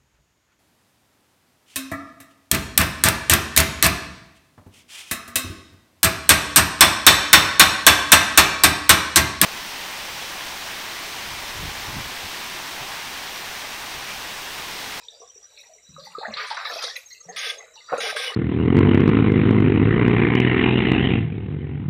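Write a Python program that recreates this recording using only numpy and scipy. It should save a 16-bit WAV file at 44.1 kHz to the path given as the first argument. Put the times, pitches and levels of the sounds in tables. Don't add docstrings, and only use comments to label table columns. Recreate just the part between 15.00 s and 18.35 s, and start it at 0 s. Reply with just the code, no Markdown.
import sys
import numpy as np
from scipy import signal
from scipy.fft import rfft, irfft
from scipy.io import wavfile

SR = 44100
rng = np.random.default_rng(int(sys.argv[2]) if len(sys.argv) > 2 else 0)


def generate_wav(sig):
    pcm = np.round(np.clip(np.atleast_2d(sig).T, -1, 1) * 32767).astype(np.int16)
    wavfile.write(sys.argv[1], SR, pcm)


N = 147735

# (lowest [Hz], highest [Hz], bubbles [per s], ring to -35 dB [cycles], size spread [dB])
BUBBLE_RANGES = [(430, 892, 350, 35, 4), (1000, 2800, 720, 45, 2.5), (3175, 5900, 2500, 71, 4.5),
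                 (8420, 14000, 8200, 150, 5.5)]


def amp(db):
    return 10 ** (np.asarray(db) / 20)


def rms_one(x):
    return x / np.sqrt(np.mean(x ** 2) + 1e-20)


def in_time(rows):
    s, *columns = np.transpose(rows)
    return [np.interp(np.arange(N) / SR, s, column) for column in columns]


def coloured(points):
    hz, db = np.transpose(points)
    log_hz = np.log(np.fft.rfftfreq(N, 1 / SR) + 1)
    shape = amp(np.interp(log_hz, np.log(hz), db))
    return rms_one(irfft(rfft(rng.standard_normal(N)) * shape, N))


def drift(rate_hz):
    step = 40
    r = np.exp(-2 * np.pi * rate_hz * step / SR)
    noise = rng.standard_normal(N // step + 2002)
    slow = signal.lfilter([1], [1, -2 * r, r * r], noise)[2000:]
    return np.interp(np.arange(N) / step, np.arange(len(slow)), rms_one(slow))


def resonate(x, hz, width_hz):
    r = np.exp(-np.pi * width_hz / SR)
    return signal.lfilter([1 - r, 0, r - 1], [1, -2 * r * np.cos(2 * np.pi * hz / SR), r * r], x + 1e-18)


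def band(x, low_hz, high_hz):
    return signal.sosfilt(signal.butter(4, [low_hz, high_hz], "band", fs=SR, output="sos"), x)


def add(out, s, x):
    i = int(s * SR)
    out[i:i + len(x)] += x[:N - i]


def froth():
    streak_db, tilt_power = 8.5, 0.79
    layers = []
    for low_hz, high_hz, per_s, cycles, spread_db in BUBBLE_RANGES:
        strengths = amp(spread_db * np.minimum(rng.exponential(1, N), 4)) * rng.choice([-1, 1], N)
        born = rng.random(N) < per_s / SR
        dealt = rng.integers(0, 12, N)
        rings = np.zeros(N)
        for k, hz in enumerate(np.geomspace(low_hz, high_hz, 12)):
            ring = resonate(strengths * born * (dealt == k), hz, 1.28 * hz / cycles)
            rings += ring * amp(streak_db * np.tanh(drift(4.1))) / hz ** tilt_power
        layers.append(rms_one(band(rings, 0.98 * low_hz, 1.032 * high_hz)))
    return np.array(layers)


def slosh(bubbles):
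    # (time [s], gurgle [dB], splash [dB], spray [dB], fine mist [dB])
    swells = [
        [(0.0, -70.5, -58.5, -58, -79), (0.142, -59, -72.5, -58, -77), (0.28, -67.5, -70.5, -64.5, -85),
         (0.504, -67.5, -68.5, -70, -83), (0.64, -63.5, -67.5, -70, -75), (0.802, -64, -70.5, -74, -83),
         (0.902, -99, -68.5, -68, -88), (1.028, -74, -59.5, -75, -73), (1.152, -70, -54, -72, -73),
         (1.2, -47.5, -56, -90.5, -78)],
        [(1.24, -36.5, -50, -73, -77), (1.328, -50.5, -45.5, -70, -83), (1.456, -47.5, -39.5, -45.5, -63),
         (1.562, -62, -47.5, -47, -77), (1.658, -48.5, -35.5, -49, -63), (1.746, -51, -42, -41.5, -57.5),
         (1.836, -39, -36.5, -34.5, -57), (1.952, -54.5, -63, -46.5, -69), (2.102, -77, -74, -89, -78),
         (2.232, -70, -72, -73, -78), (2.34, -51, -58, -69, -81)],
        [(2.56, -51.5, -72, -69, -75), (2.626, -52.5, -52, -64, -78), (2.714, -70.5, -64.5, -73, -78),
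         (2.866, -76, -65.5, -75, -82), (2.942, -25, -42.5, -54, -64), (2.97, -39, -41, -45.5, -64)],
    ]
    clump = amp(1.5 * drift(21.4))
    return clump * np.sum(amp(in_time(np.vstack(swells))) * bubbles, axis=0)


def slaps(bubbles):
    # (time [s], level [dB], lowest [Hz], highest [Hz], fall by 60 dB [s])
    slap_rows = [(0.087, -45, 3520, 3930, 0.4), (.565, -50, 3610, 4410, 0.44),
                 (.575, -50.5, 2200, 2650, 0.37), (.607, -59, 8450, 15000, 0.072),
                 (.885, -53, 61, 253, 0.59), (.995, -49, 3580, 4900, 1.1),
                 (1.048, -59.5, 8500, 15500, 0.21), (1.185, -48, 3580, 4700, 0.64),
                 (1.228, -39.5, 1500, 1990, 0.49), (1.276, -55.5, 60, 202, 0.6),
                 (1.325, -40.5, 1750, 2240, 1.5), (1.338, -37.5, 3260, 4630, 0.31),
                 (1.366, -33, 1000, 2450, 0.67), (1.37, -33.5, 2760, 4670, 0.55),
                 (1.398, -31, 1440, 2510, 0.27), (1.47, -53, 7950, 10100, 0.41),
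                 (1.503, -34.5, 3040, 5120, 0.41), (1.505, -35, 610, 2170, 0.32),
                 (1.568, -27.5, 774, 2200, 0.34), (1.572, -42, 3450, 5150, 0.42),
                 (1.629, -46, 1000, 2880, 1.03), (1.648, -38.5, 3500, 5200, 0.66),
                 (1.72, -42.5, 303, 1360, 0.43), (1.722, -33.5, 3180, 5460, 0.26),
                 (1.746, -53, 3500,  14800, 0.2), (1.806, -37, 1000, 2470, 0.44),
                 (1.823, -30.5, 3100, 6460, 0.14), (1.825, -48, 8500, 10200, 0.36),
                 (1.839, -26, 3240, 5900, 0.07), (1.853, -36, 3270, 6300, 0.46),
                 (1.901, -34, 3130, 5800, 0.075), (1.957, -35.5, 1980, 2740, 0.23),
                 (1.965, -46.5, 9200, 14900, 0.21), (2.105, -49, 3860, 4700, 0.4),
                 (2.25, -57, 430, 606, 1.1), (2.288, -49.5, 1690, 2020, 1.4), (2.31, -54, 405, 625, 1),
                 (2.465, -46.5, 398, 670, 0.92), (2.325, -52.5, 3700, 5360, 0.75),
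                 (2.757, -52, 3590, 4700, 1), (2.775, -48.5, 2700, 2950, 0.15),
                 (2.865, -53, 4560, 4830, 0.81), (2.895, -38, 910, 2100, 0.44),
                 (2.918, -46.5, 143, 348, 0.58), (2.926, -27.5, 650, 1420, 0.19),
                 (2.978, -39.5, 6260, 6890, 0.5), (2.978, -42, 6960, 10800, 0.11),
                 (3.166, -44.5, 7560, 8950, 0.39)]
    click_db, flutter_db = 4.5, 1.5
    out, t = np.zeros(N), np.arange(SR // 2) / SR
    share = np.sqrt([[2 * (high_hz - low_hz) / SR] for low_hz, high_hz, *_ in BUBBLE_RANGES])
    spray = rng.standard_normal(N) + np.sum(share * bubbles, axis=0)
    for s, db, low_hz, high_hz, t60 in slap_rows:
        stretch = np.roll(spray, -rng.integers(N))[:2 * len(t)]
        noise = rms_one(band(stretch, low_hz, high_hz)[len(t):])
        slap = noise * (1 - np.exp(-t * high_hz / 2)) * amp(db - 60 * t / t60)
        if low_hz > 400:
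            click = band((t == 0) + 1e-18, low_hz, high_hz)
            slap = slap + click / click.max() * amp(db + click_db)
        add(out, s, slap)
    return out * amp(flutter_db * drift(34))


def plops():
    # (time [s], pitch [Hz], level [dB], wake's fall by 60 dB [s])
    plop_rows = [(0.016, 917, -50.5, 0.21), (0.018, 2470, -47, 0.13), (0.145, 4740, -46.5, 0.22),
                 (0.203, 465, -39, 0.22), (0.215, 706, -41.5, 0.18), (0.215, 1090, -44.5, 0.24),
                 (0.301, 3160, -49, 0.083), (0.358, 430, -48, 0.18), (0.612, 3830, -42, 0.089),
                 (0.637, 1984, -48.5, 0.12), (0.65, 935, -55.5, 0.13), (0.693, 665, -46, 0.32),
                 (0.783, 2110, -48, 0.096), (0.885, 170, -48, 0.99), (0.964, 1192, -36.5, 0.21),
                 (0.978, 560, -37.5, 0.37), (0.993, 4690, -53, 0.44), (1.048, 4560, -39.5, 0.15),
                 (1.055, 2010, -47, 0.33), (1.069, 854, -38.5, 0.19), (1.149, 1240, -32.5, 0.53),
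                 (1.186, 4134, -39, 0.61), (1.249, 676, -26.5, 0.17), (1.284, 620, -24.5, 0.039),
                 (1.339, 4110, -26, 0.062), (1.406, 1624, -29, 0.12), (1.509, 866, -22, 0.14),
                 (1.567, 1340, -40, 0.13), (1.653, 2190, -29, 0.13), (1.662, 3950, -26.5, 0.11),
                 (1.72, 656, -28, 0.11), (1.759, 679, -22, 0.069), (1.84, 526, -22.5, 0.051),
                 (1.847, 2010, -33, 0.21), (1.898, 1825, -29, 0.15), (1.957, 2024, -30.5, 0.082),
                 (1.964, 3890, -21.5, 0.023), (2.105, 2035, -43, 0.34), (2.114, 4100, -37, 0.088),
                 (2.148, 2715, -44.5, 0.16), (2.204, 1234, -55.5, 0.57), (2.257, 166, -42.5, 0.29),
                 (2.602, 1200, -44.5, 0.11), (2.603, 2053, -39, 0.2), (2.757, 3895, -37, 0.058),
                 (2.76, 910, -39, 0.12), (2.805, 2010, -43.5, 0.14), (2.887, 1310, -35.5, 0.55),
                 (2.925, 1420, -24.5, 0.11), (2.948, 544, -22.5, 0.12), (2.981, 509, -23, 0.15),
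                 (3.065, 643, -23, 0.093), (3.126, 670, -25, 0.026), (3.167, 1630, -20.5, 0.1),
                 (3.3, 1040, -31, 0.068), (3.343, 4240, -26, 0.05)]
    ring_cycles, rise = 9.6, 0.042
    wake_db, wake_share, narrowing = -4.5, 0.065, 0.53
    out, t = np.zeros(N), np.arange(SR // 2) / SR
    for s, hz, db, t60 in plop_rows:
        turns = hz * t
        phase = 2 * np.pi * turns * (1 + rise * turns / ring_cycles / 2)
        bubble = np.sin(phase) * amp(-60 * turns / ring_cycles)
        edge = 1 + wake_share * (hz / 1000) ** -narrowing
        wake = rms_one(band(rng.standard_normal(2 * len(t)), hz / edge, hz * edge)[len(t):])
        attack = (1 - np.exp(-turns)) ** 2
        add(out, s, amp(db) * attack * (2 * bubble + wake * amp(wake_db - 60 * t / t60)))
    return out


def bloops():
    # (time [s], first pitch [Hz], last pitch [Hz], length [s], level [dB])
    bloop_rows = [(0.0845, 3670, 3670, .006, -33), (1.183, 438, 480, 0.013, -30),
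                  (1.229, 880, 884, 0.023, -28), (1.246, 1106, 2170, 0.018, -28),
                  (1.28, 220, 215, .06, -36.5), (1.378, 1205, 1250, 0.027, -29),
                  (2.285, 674, 814, 0.038, -35.5), (2.288, 468, 460, 0.038, -39),
                  (2.921, 570, 570, 0.007, -21.5), (2.927, 825, 800, 0.0046, -17),
                  (2.9335, 760, 720, 0.014, -19), (2.9334, 492, 539, 0.02, -14.5),
                  (2.981, 1410, 1330, 0.017, -24.5)]
    out, flutter = np.zeros(N), drift(115)
    for s, from_hz, to_hz, length, db in bloop_rows:
        u = np.linspace(0, 1, int(length * SR))
        swell = np.sin(np.pi * u ** (0.47 * to_hz / from_hz)) ** 1.1
        swell = swell * amp(2.52 * flutter[int(s * SR):][:len(u)])
        hz = from_hz + (to_hz - from_hz) * u ** 0.77
        add(out, s, amp(db) * swell * np.sin(2 * np.pi * np.cumsum(hz) / SR))
    return out


def hisses():
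    # (time [s], length [s], level [dB])
    bursts = [(2.361, 0.15, -30.5), (3.003, 0.11, -29), (3.161, 0.12, -30)]
    # (frequency [Hz], level [dB per Hz])
    hiss_colour = [(180, -52), (300, -34), (366, -41), (642, -10.5), (745, -20), (1070, -9), (1260, 3),
                   (1440, -28), (1570, 9), (1700, -1), (2150, 6), (3140, -2.5), (3410, 7), (4160, -4.5),
                   (5700, -2), (7550, -40), (8340, -35), (9520, -0.5), (10700, -67), (11800, -20.5),
                   (15600, -30)]
    # (frequency [Hz], width of each of two passes [Hz], level [dB])
    resonances = [(1287, 41, 1.5), (1580, 39, -17), (2130, 52, 1), (2360, 45, -18), (2700, 70, -25),
                  (2950, 62, 9), (3436, 69, 9.5), (4530, 53, -18), (4950, 77, 6), (5610, 25, -1)]
    resonances_db, attack_s = -6.5, 0.002
    drop_db, drop_s = -5, 0.0054
    tail_db_per_s, tail_db_per_s2 = -170, -900
    t, env, white = np.arange(N) / SR, np.zeros(N), rng.standard_normal(N)
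    for s, length, db in bursts:
        after = np.maximum(t - s - length, 0)
        fall_db = drop_db * np.minimum(after / drop_s, 1)
        fall_db = fall_db + tail_db_per_s * after + tail_db_per_s2 * after ** 2
        env += np.clip((t - s) / attack_s, 0, 1) * amp(db + fall_db)
    ringing = np.zeros(N)
    for hz, width_hz, db in resonances:
        ring = resonate(resonate(white, hz, width_hz), hz, width_hz)
        ringing += amp(db + 4.9 * drift(12)) * ring
    flutter = amp(0.83 * drift(47))
    return env * flutter * (coloured(hiss_colour) + amp(resonances_db) * rms_one(ringing))


def tone(hz, width_hz):
    return rms_one(resonate(resonate(rng.standard_normal(N), hz, width_hz), hz, width_hz))


def bank_echo(env):
    fade = np.exp(-1 / (0.046 * SR))
    return amp(-3) * signal.lfilter([1 - fade], [1, -fade], env)


def near_cricket():
    # (time [s], level [dB])
    near_chirps = [(0.035, -43.5), (0.1056, -47), (0.199, -41.5), (0.2753, -40), (0.352, -39), (0.429, -42),
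                   (0.5054, -47), (0.586, -43.5), (0.657, -45.5), (0.736, -44), (0.827, -46.5),
                   (0.892, -46.5), (0.9722, -49), (1.05, -46.5), (1.3187, -43), (1.3947, -43.5),
                   (1.4681, -42), (1.5494, -55), (2.087, -42.5), (2.23, -45), (2.74, -43.5), (2.815, -44.5),
                   (2.8712, -50), (2.9194, -53)]
    hz, side_hz, side_db, pulse_step_s = 5852, 5550, -6, 0.012
    env = np.zeros(N)
    pulse = np.hanning(int(1.29 * pulse_step_s * SR))
    for s, db in near_chirps:
        for k, share in enumerate([0.8, 0.96, 0.6, 0.1]):
            add(env, s - 0.004 + k * pulse_step_s, amp(db) * share * pulse)
    direct = tone(hz, 30.5) + amp(side_db) * tone(side_hz, 60)
    return 0.54 * env * direct + bank_echo(env) * tone(hz - 60, 133)


def high_cricket():
    # (time [s], level [dB])
    high_chirps = [(1.2747, -48), (1.4677, -46), (1.6967, -41), (1.7551, -44), (1.8234, -48),
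                   (1.953, -36.5), (2.0532, -41), (2.124, -40), (2.201, -41), (2.29, -38.5),
                   (2.3856, -33.5), (2.4814, -37), (2.579, -34)]
    hz, length_s = 6453, 0.027
    env = np.zeros(N)
    for s, db in high_chirps:
        add(env, s - 0.005, amp(db) * np.hanning(int(length_s * SR)))
    return 0.5 * env * tone(hz, 28) + bank_echo(env) * tone(hz, 69)


def rasping_insect():
    # (time [s], level [dB])
    rasp_swells = [(0.0, -50), (0.08, -74), (0.26, -96), (0.57, -56.5), (0.69, -82), (0.88, -58.5),
                   (1.03, -58.5), (1.28, -71), (1.4, -57), (1.55, -50), (1.8, -44.5), (2.1, -65.5),
                   (2.19, -75), (2.39, -83), (2.51, -62), (2.79, -65.5), (3.0, -46.5)]
    level_db, = in_time(rasp_swells)
    return amp(level_db + 3.7 * drift(42)) * tone(3913, 120)


def insect_whine():
    fade_out = np.clip((1.6 - np.arange(N) / SR) / 0.23, 0, 1)
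    return amp(-83 + 3.6 * drift(1.5)) * fade_out * tone(14000, 90)


def arched_whistle():
    # (end pitch [Hz], top pitch [Hz], level [dB])
    end_hz, top_hz, db = (13400, 14200, -63)
    start_s, length_s, jitter_hz = 2.055, 0.13, 120
    out, u = np.zeros(N), np.linspace(0, 1, int(length_s * SR))
    hz = end_hz + (top_hz - end_hz) * np.sin(np.pi * u) + jitter_hz * drift(200)[:len(u)]
    swell = np.sqrt(np.abs(np.sin(np.pi * u)))
    add(out, start_s, amp(db) * swell * np.sin(2 * np.pi * np.cumsum(hz) / SR))
    return out


def murmur_and_chorus():
    # (frequency [Hz], level [dB per Hz])
    floor_colour = [(25, -25), (48, 2), (210, -9.5), (330, -9), (510, 5), (830, -23), (1200, -16),
                    (2150, -7.5), (3000, -3.5), (3870, -28), (5000, -17), (6170, -15), (6700, 1.5),
                    (7320, 7), (8100, -0.5), (9350, -21), (12500, -25), (13800, -20), (15600, -29)]
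    return amp(-61.5) * coloured(floor_colour)


def scene():
    bubbles = froth()
    water = slosh(bubbles) + slaps(bubbles) + plops() + bloops()
    insects = near_cricket() + high_cricket() + rasping_insect() + insect_whine()
    return (water + hisses() + insects + arched_whistle() + murmur_and_chorus())[None]


def record(dry):
    dry = signal.sosfilt(signal.butter(2, 45, "high", fs=SR, output="sos"), dry)
    return signal.sosfilt(signal.cheby2(14, 60, 15850, fs=SR, output="sos"), dry)


dry = scene()
out = record(dry)
generate_wav(out)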